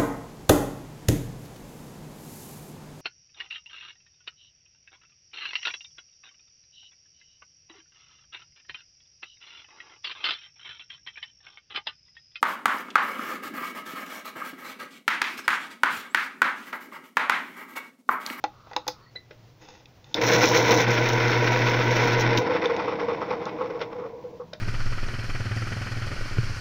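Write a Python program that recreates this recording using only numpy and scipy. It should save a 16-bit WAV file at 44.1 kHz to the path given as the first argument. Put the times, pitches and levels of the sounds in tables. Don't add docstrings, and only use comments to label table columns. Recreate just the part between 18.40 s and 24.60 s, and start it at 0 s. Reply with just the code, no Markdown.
import sys
import numpy as np
from scipy import signal
from scipy.fft import rfft, irfft
from scipy.io import wavfile
from scipy.ndimage import uniform_filter1d

SR = 44100
rng = np.random.default_rng(int(sys.argv[2]) if len(sys.argv) > 2 else 0)


def file_out(sig):
    cols = np.atleast_2d(sig).T
    lim = np.clip(cols, -1, 1)
    pcm = np.round(lim * 32767).astype(np.int16)
    wavfile.write(sys.argv[1], SR, pcm)


N = 273420

# start_s, rattle_db, grind_db, shaving_db, hum_db, shake_db
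STAGES = [(1.747, -31, -37, -42, -44, -11), (1.812, -24, -28.5, -20.5, -31, -6),
          (2.418, -27, -27.5, -30.5, -27, 2), (3.745, -26, -29.5, -43.5, -26, 5),
          (3.986, -28.5, -38, -99, -99, -29.5)]
# centre_hz, width_hz, lift_db (over the broad response)
HOUSING_MODES = [(318, 70, 13), (410.7, 24, 3.5), (470.4, 30, 8), (505, 29, 5.5), (611, 17, 8),
                 (1007, 130, 5.5), (1447, 275, 11), (2013, 240, 4), (2382, 120, 2.5), (2830, 56, -5.5),
                 (3610, 260, 5), (5400, 500, 10.5)]
# centre_hz, width_hz, lift_db (over the broad response)
FACE_MODES = [(312, 33, 12.5), (504.4, 49, 16.5), (855, 260, 16), (1447, 200, 8), (1940, 160, 12),
              (2600, 530, 10.5), (3600, 440, 13), (4370, 190, -0.5), (5140, 220, 8), (6600, 340, 12)]

CARRIER_HZ = 8.0
CARRIER_TOP_S = 2.62
HUM_HZ = 120.0


def from_db(db):
    return 10 ** (np.asarray(db) / 20)


def rms_one(x):
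    return x / np.sqrt(np.mean(x ** 2) + 1e-20)


def in_time(rows):
    s, *columns = np.transpose(rows)
    t = np.arange(N) / SR
    return [np.interp(t, s, column, left=-150, right=-150) for column in columns]


def drift(rate_hz):
    r = np.exp(-2 * np.pi * rate_hz / SR)
    noise = rng.standard_normal(N + SR)
    settled = signal.lfilter([1], [1, -2 * r, r * r], noise)[SR:]
    return rms_one(settled)


def random_signs():
    return rng.choice([-1., 1.], N)


def colour(x, spectrum, peaks=()):
    hz = np.maximum(np.arange(4097) * SR / 8192, 1)
    points = np.array(spectrum)
    db = np.interp(np.log(hz), np.log(points[:, 0]), points[:, 1])
    for centre_hz, width_hz, lift_db in peaks:
        db = db + lift_db / (1 + (2 * (hz - centre_hz) / width_hz) ** 2)
    cepstrum = irfft(np.log(from_db(np.maximum(db, -120))))
    cepstrum[1:4096] *= 2
    cepstrum[4097:] = 0
    response = irfft(np.exp(rfft(cepstrum)))
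    return signal.fftconvolve(x, response)[:N]


def grains(per_s, spread_db):
    lift_db = spread_db * np.minimum(rng.exponential(1, N), 4)
    sizes = from_db(lift_db) * rng.standard_normal(N)
    return sizes * (rng.random(N) < per_s / SR)


def bursts(s, db, rise_s, t60_s):
    clicks = np.full(N, 1e-18)
    clicks[np.round(s * SR).astype(int)] = from_db(db)
    fall = from_db(-60 / (t60_s * SR))
    rise = np.exp(-1 / (max(rise_s, 1e-5) * SR))
    return signal.lfilter([1 - rise], np.convolve([1, -fall], [1, -rise]), clicks)


def stage_gain(column, change_s=0.0027):
    rows = np.array(STAGES)
    stage = np.searchsorted(rows[:, 0], np.arange(N) / SR)
    held = np.append(0, from_db(rows[:, column]))[stage]
    r = np.exp(-1 / (change_s * SR))
    return signal.lfilter([1 - r], [1, -r], held)


def bites(column, before_s, after_s):
    # moment_s, grind_swell_db, hum_sag_db (negative where the hum swells)
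    bite_rows = np.array([(1.952, 7, 4), (2.043, 6, 27), (2.172, 5, 7), (2.269, 0.5, 4), (2.32, 7.5, -6),
                          (2.41, 3.5, 4.5)])
    since = np.arange(N)[:, None] / SR - bite_rows[:, 0]
    outline = np.exp(-np.abs(since) / np.where(since < 0, before_s, after_s))
    return outline @ bite_rows[:, column]


def cutter_swell_db():
    return bites(column=1, before_s=0.026, after_s=0.011)


def powered():
    t = np.arange(N) / SR
    return (t > STAGES[0][0]) & (t < STAGES[-1][0])


def carrier_turn(lag_s=0.):
    t = np.arange(N) / SR
    return np.cos(2 * np.pi * CARRIER_HZ * (t - CARRIER_TOP_S - lag_s))


def coasting_speed():
    t, off_s, standstill_s = np.arange(N) / SR, STAGES[-1][0], 6.306
    return np.clip((standstill_s - t) / (standstill_s - off_s), .01, 1)


def room_tone():
    # hz, db_per_hz (relative)
    tone_colour = [(20, -22), (90, -15.5), (123, -5), (150, -18), (230, -23.5), (375, -24), (820, -29.5),
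                   (1390, -35.5), (4000, -39.5), (6300, -42), (9000, -15.5), (12000, -32.5), (16000, -27)]
    noise = rng.standard_normal(N) * from_db(1.1 * drift(9.1))
    return from_db(-48) * rms_one(colour(noise, tone_colour))


def room(x):
    t, t60_s = np.arange(SR // 2) / SR, 0.15
    tail = rng.standard_normal(len(t)) * from_db(-60 * t / t60_s) * (t > .004)
    tail = signal.lfilter([1], [1, -.4], tail)
    return signal.fftconvolve(x, tail / np.sqrt(np.sum(tail ** 2)))[:N]


def coasting_rumble():
    # hz, db_per_hz (relative)
    rumble_colour = [(30, -29.5), (90, -4.5), (170, 0), (260, -10), (500, -43.5)]
    coasting = np.arange(N) / SR > STAGES[-1][0]
    level = from_db(-49) * coasting_speed() ** .35 * coasting
    return level * rms_one(colour(grains(3000., 0.83), rumble_colour))


def motor():
    # multiple (of HUM_HZ), level_db (relative)
    hum_tones = [(1, 3.5), (2, -10.5), (3, -8), (4, -22), (5.21, -17), (8, -10), (12.62, -10.5)]
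    # hz, rms_db (before the stage level)
    shaft_tones = [(20, -47), (30, -51), (70, -56)]
    t, field_change_s = np.arange(N) / SR, 0.023
    turn = carrier_turn()
    throb_db = 2.1 * turn - bites(column=2, before_s=0.013, after_s=0.013)
    slip_rad = .22 * turn
    hum = 0
    for multiple, db in hum_tones:
        phase = 2 * np.pi * (multiple * HUM_HZ * t + rng.random()) - slip_rad
        hum = hum + from_db(db + 0.66 * drift(4.6)) * np.sin(phase)
    shake = 0
    for hz, db in shaft_tones:
        shake = shake + np.sqrt(2) * from_db(db) * np.sin(2 * np.pi * (hz * t + rng.random()))
    hum = stage_gain(column=4, change_s=field_change_s) * from_db(throb_db) * hum
    return hum + stage_gain(column=5, change_s=field_change_s) * shake


def squeak():
    # moment_s, pitch_hz, level_db
    glide = [(.6, 1750, -75), (.63, 1780, -62), (.655, 1860, -61), (.7, 2030, -61), (.72, 2100, -78)]
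    # pitch_hz, level_db (over the squeak)
    upper_hz, upper_db = (4400, -5)
    hz, db = in_time(glide)
    grip = .5 + drift(70.)
    tone = grip * np.sin(2 * np.pi * np.cumsum(hz) / SR)
    upper = drift(120.) * np.sin(2 * np.pi * upper_hz * np.arange(N) / SR)
    return from_db(db) * (tone + from_db(upper_db) * upper)


def chirp():
    # pitch_hz, level_db, t60_s
    chirp_tones = [(2000, -43, .17), (4000, -34, .09)]
    t, start_s = np.arange(N) / SR, np.array([.757])
    out = 0
    for hz, db, t60_s in chirp_tones:
        unsteady = 1 + .5 * drift(120.)
        out = out + bursts(start_s, db, .002, t60_s) * unsteady * np.sin(2 * np.pi * hz * t)
    return out


def rubbing():
    # moment_s, level_db
    strokes = [
        [(.26, -86), (.3, -60), (.355, -59)],
        [(1.19, -77), (1.22, -52.5), (1.33, -51.5), (1.4, -56.5), (1.44, -66)],
        [(1.6, -75), (1.66, -57), (1.735, -53)],
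    ]
    # hz, db_per_hz (relative)
    rub_colour = [(250, -17.5), (500, -20), (800, -24), (1300, -25.5), (3600, -31), (6000, -25),
                  (16000, -35)]
    # moment_s, level_db
    scuff_level = [(.08, -68), (.14, -61.5), (.3, -57.5), (.62, -61), (.7, -68)]
    # hz, db_per_hz (relative)
    scuff_colour = [(500, -30), (1000, -4.5), (1250, 1), (1450, -6.5), (1900, -31), (4300, -18.5),
                    (7000, -35)]
    slips = grains(9000., 1.) * from_db(1.5 * drift(40.))
    slips = rms_one(colour(slips, rub_colour, FACE_MODES))
    rub = slips * sum(from_db(in_time(rows)[0]) for rows in strokes)
    scuff = rms_one(colour(grains(7700.0, 0.64), scuff_colour))
    return rub + from_db(in_time(scuff_level)[0]) * scuff


def clacks():
    # moment_s, level_db (before colouring)
    knocks = [(0.754, -38), (0.908, -35), (5.392, -32.5), (5.405, -28), (5.414, -19.5), (6.131, -30)]
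    # hz, response_db
    knock_colour = [(250, -15.5), (550, 10), (1000, -13), (2000, -3.5), (3500, -10.5), (16000, -45)]
    s, db = np.transpose(knocks)
    return colour(bursts(s, db, 0.00011, 0.083) * random_signs(), knock_colour, HOUSING_MODES)


def snaps():
    # moment_s, level_db (before colouring)
    snap_rows = [(0.4788, -21), (1.745, -26.5), (6.136, -56)]
    # hz, response_db
    snap_colour = [(1500, -17), (2900, -6), (3700, 7), (5200, 16.5), (6000, 2), (10000, 22), (12000, 15.5),
                   (16000, 14)]
    s, db = np.transpose(snap_rows)
    level = bursts(s, db, .00003, .011) + bursts(s, db - 20.5, .003, 0.17)
    return colour(level * random_signs(), snap_colour)


def taps():
    # moment_s, body_db, tick_db (before colouring)
    contacts = [(.040, -12, -36.5), (0.27, -38.5, -77), (0.313, -31, -69), (0.333, -28, -52),
                (.364, -15, -29), (0.467, -28.5, -53), (0.481, -16.5, -26), (1.457, -58, -52.5),
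                (1.643, -56, -55), (1.743, -31, -29), (2.391, -31, -38), (3.976, -32, -27),
                (4.257, -35, -36), (4.365, -39, -40.5), (5.055, -52, -45), (6.134, -40, -39)]
    # hz, response_db
    body_colour = [(120, -39.5), (300, -11), (800, -1), (2200, -13.5), (3500, -27)]
    # hz, response_db
    tick_colour = [(700, -33), (1600, -2.5), (4000, 15), (7000, 7), (9000, 20.5), (12500, 1), (16000, 10)]
    s, body_db, tick_db = np.transpose(contacts)
    push = bursts(s, body_db, 0.00034, 0.044) * (0.91 + random_signs())
    tick = bursts(s, tick_db, .00003, 0.012) * (0.91 + random_signs())
    return colour(push, body_colour, FACE_MODES) + colour(tick, tick_colour, FACE_MODES)


def shaving(chatter_db):
    # hz, db_per_hz (relative)
    shave_colour = [(2000, -15.5), (4000, 4.5), (4800, -6.5), (5400, 6), (7000, 3), (16000, 8.5)]
    # moment_s, hiss_db
    scrapes = [(3.72, -26.5), (3.794, -20.5), (3.971, -17.5)]
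    t = np.arange(N) / SR
    throb = carrier_turn(lag_s=0.045) * powered()
    level = stage_gain(column=3) * from_db(0.12 * cutter_swell_db() + throb)
    level = level + bursts(*np.transpose(scrapes), 0.0043, 0.11)
    pulse = np.cos(2 * np.pi * HUM_HZ * t) * powered()
    hiss = grains(14000.0, 4.4) * from_db(chatter_db + 2.0 * drift(29.0) + 0.64 * pulse)
    fall = from_db(-60 / (0.086 * SR))
    surges = signal.lfilter([1], [1, -fall], np.abs(grains(30., 0.72)))
    return level * rms_one(colour(hiss * (1 + 1.2 * surges), shave_colour))


def gear_train(chatter_db):
    # hz, db_per_hz (relative)
    rattle_colour = [(35, -64.5), (60, -19), (119, -4.5), (390, -9), (478, 1), (559, -5.5), (996, -5),
                     (1670, -48), (2500, -29.5), (3250, -85)]
    grind_colour = [(500, -15), (1000, -8.5), (1500, -5.5), (2200, 1), (3000, -8.5), (4500, -15.5),
                    (7000, -29.5), (16000, -22)]
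    clatter_colour = [(500, -31.5), (900, 14), (1350, 8.5), (2200, -32)]
    clunk_colour = [(300, -43.5), (490, 17.5), (750, -48.5)]
    # moment_s, boom_db, clatter_db
    clunks = [(4.002, -19, -29), (4.057, -45, -33), (4.093, -17.5, -26), (4.145, -17, -29.5),
              (4.222, -21, -28), (4.248, -20, -49), (4.292, -20.5, -28), (4.311, -25, -46.5),
              (4.339, -25.5, -37), (4.389, -24.5, -25.5), (4.438, -24, -40.5), (4.475, -18.5, -24.5),
              (4.515, -22.5, -36.5), (4.586, -27.5, -28.5), (4.617, -28.5, -45), (4.68, -20, -26),
              (4.72, -25, -40), (4.812, -27, -26), (4.878, -23.5, -39.5), (4.904, -25.5, -26.5),
              (5.011, -24.5, -33), (5.058, -32, -29.5), (5.182, -24, -31.5), (5.206, -22, -33),
              (5.245, -28, -38.5), (5.296, -22.5, -36), (5.343, -25.5, -34.5), (5.411, -28, -35),
              (5.515, -35, -38), (5.551, -29.5, -48), (5.584, -25.5, -38), (5.62, -32, -42),
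              (5.646, -27.5, -42), (5.729, -30.5, -68), (5.782, -35, -68), (5.839, -26.5, -49),
              (5.927, -32.5, -67), (5.996, -27, -42.5)]
    t, speed, swell_db = np.arange(N) / SR, coasting_speed(), cutter_swell_db()
    throb_db = 0.5 * carrier_turn(lag_s=0.045) * powered()
    rattling = stage_gain(column=1) * speed ** 1.35 * from_db(0.83 * swell_db)
    grinding = stage_gain(column=2) * speed ** 2.17 * from_db(swell_db + throb_db)
    pulse = np.cos(2 * np.pi * HUM_HZ * t) * powered()
    teeth = grains(5000., 1.2) * from_db(chatter_db + 1.4 * pulse)
    blades = grains(5000., 0.68) * from_db(chatter_db + 2.0 * drift(47.0) + 0.64 * pulse)
    s, boom_db, clatter_db = np.transpose(clunks)
    jolts = bursts(s, clatter_db, 0.0075, 0.14)
    dulling = grinding / (rattling + 1e-9)
    rattle = rattling * rms_one(colour(teeth, rattle_colour, HOUSING_MODES))
    grind = (grinding + 1.08 * jolts * dulling) * rms_one(colour(blades, grind_colour, HOUSING_MODES))
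    clatter = jolts * rms_one(colour(teeth, clatter_colour))
    boom = colour(grains(5000., 0.61), clunk_colour, HOUSING_MODES)
    boom = boom / (np.sqrt(uniform_filter1d(rms_one(boom) ** 2, size=600)) + 0.079)
    boom = bursts(s, boom_db, 0.0093, 0.098) * rms_one(boom)
    return rattle + grind + clatter + boom


def scene():
    chatter_db = .9 * drift(35.)
    pencil = rubbing() + squeak() + chirp() + taps() + snaps()
    machine = coasting_rumble() + clacks() + shaving(chatter_db) + gear_train(chatter_db)
    near = pencil + machine
    return (near + from_db(-14.5) * room(near) + motor())[None]


def record(dry):
    # hz, response_db
    microphone = [(20, -1), (6000, 2), (7000, -11.5), (8000, -36.5), (9200, -43.5), (10500, -34.5),
                  (11700, -22.5), (13200, -32), (14800, -17.5), (15700, -18.5)]
    sound = colour(dry[0] + room_tone(), microphone)
    top_cut = signal.cheby2(20, 70, 16160, fs=SR, output="sos")
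    return signal.sosfilt(top_cut, sound)[None]


dry = scene()
out = record(dry)
file_out(out)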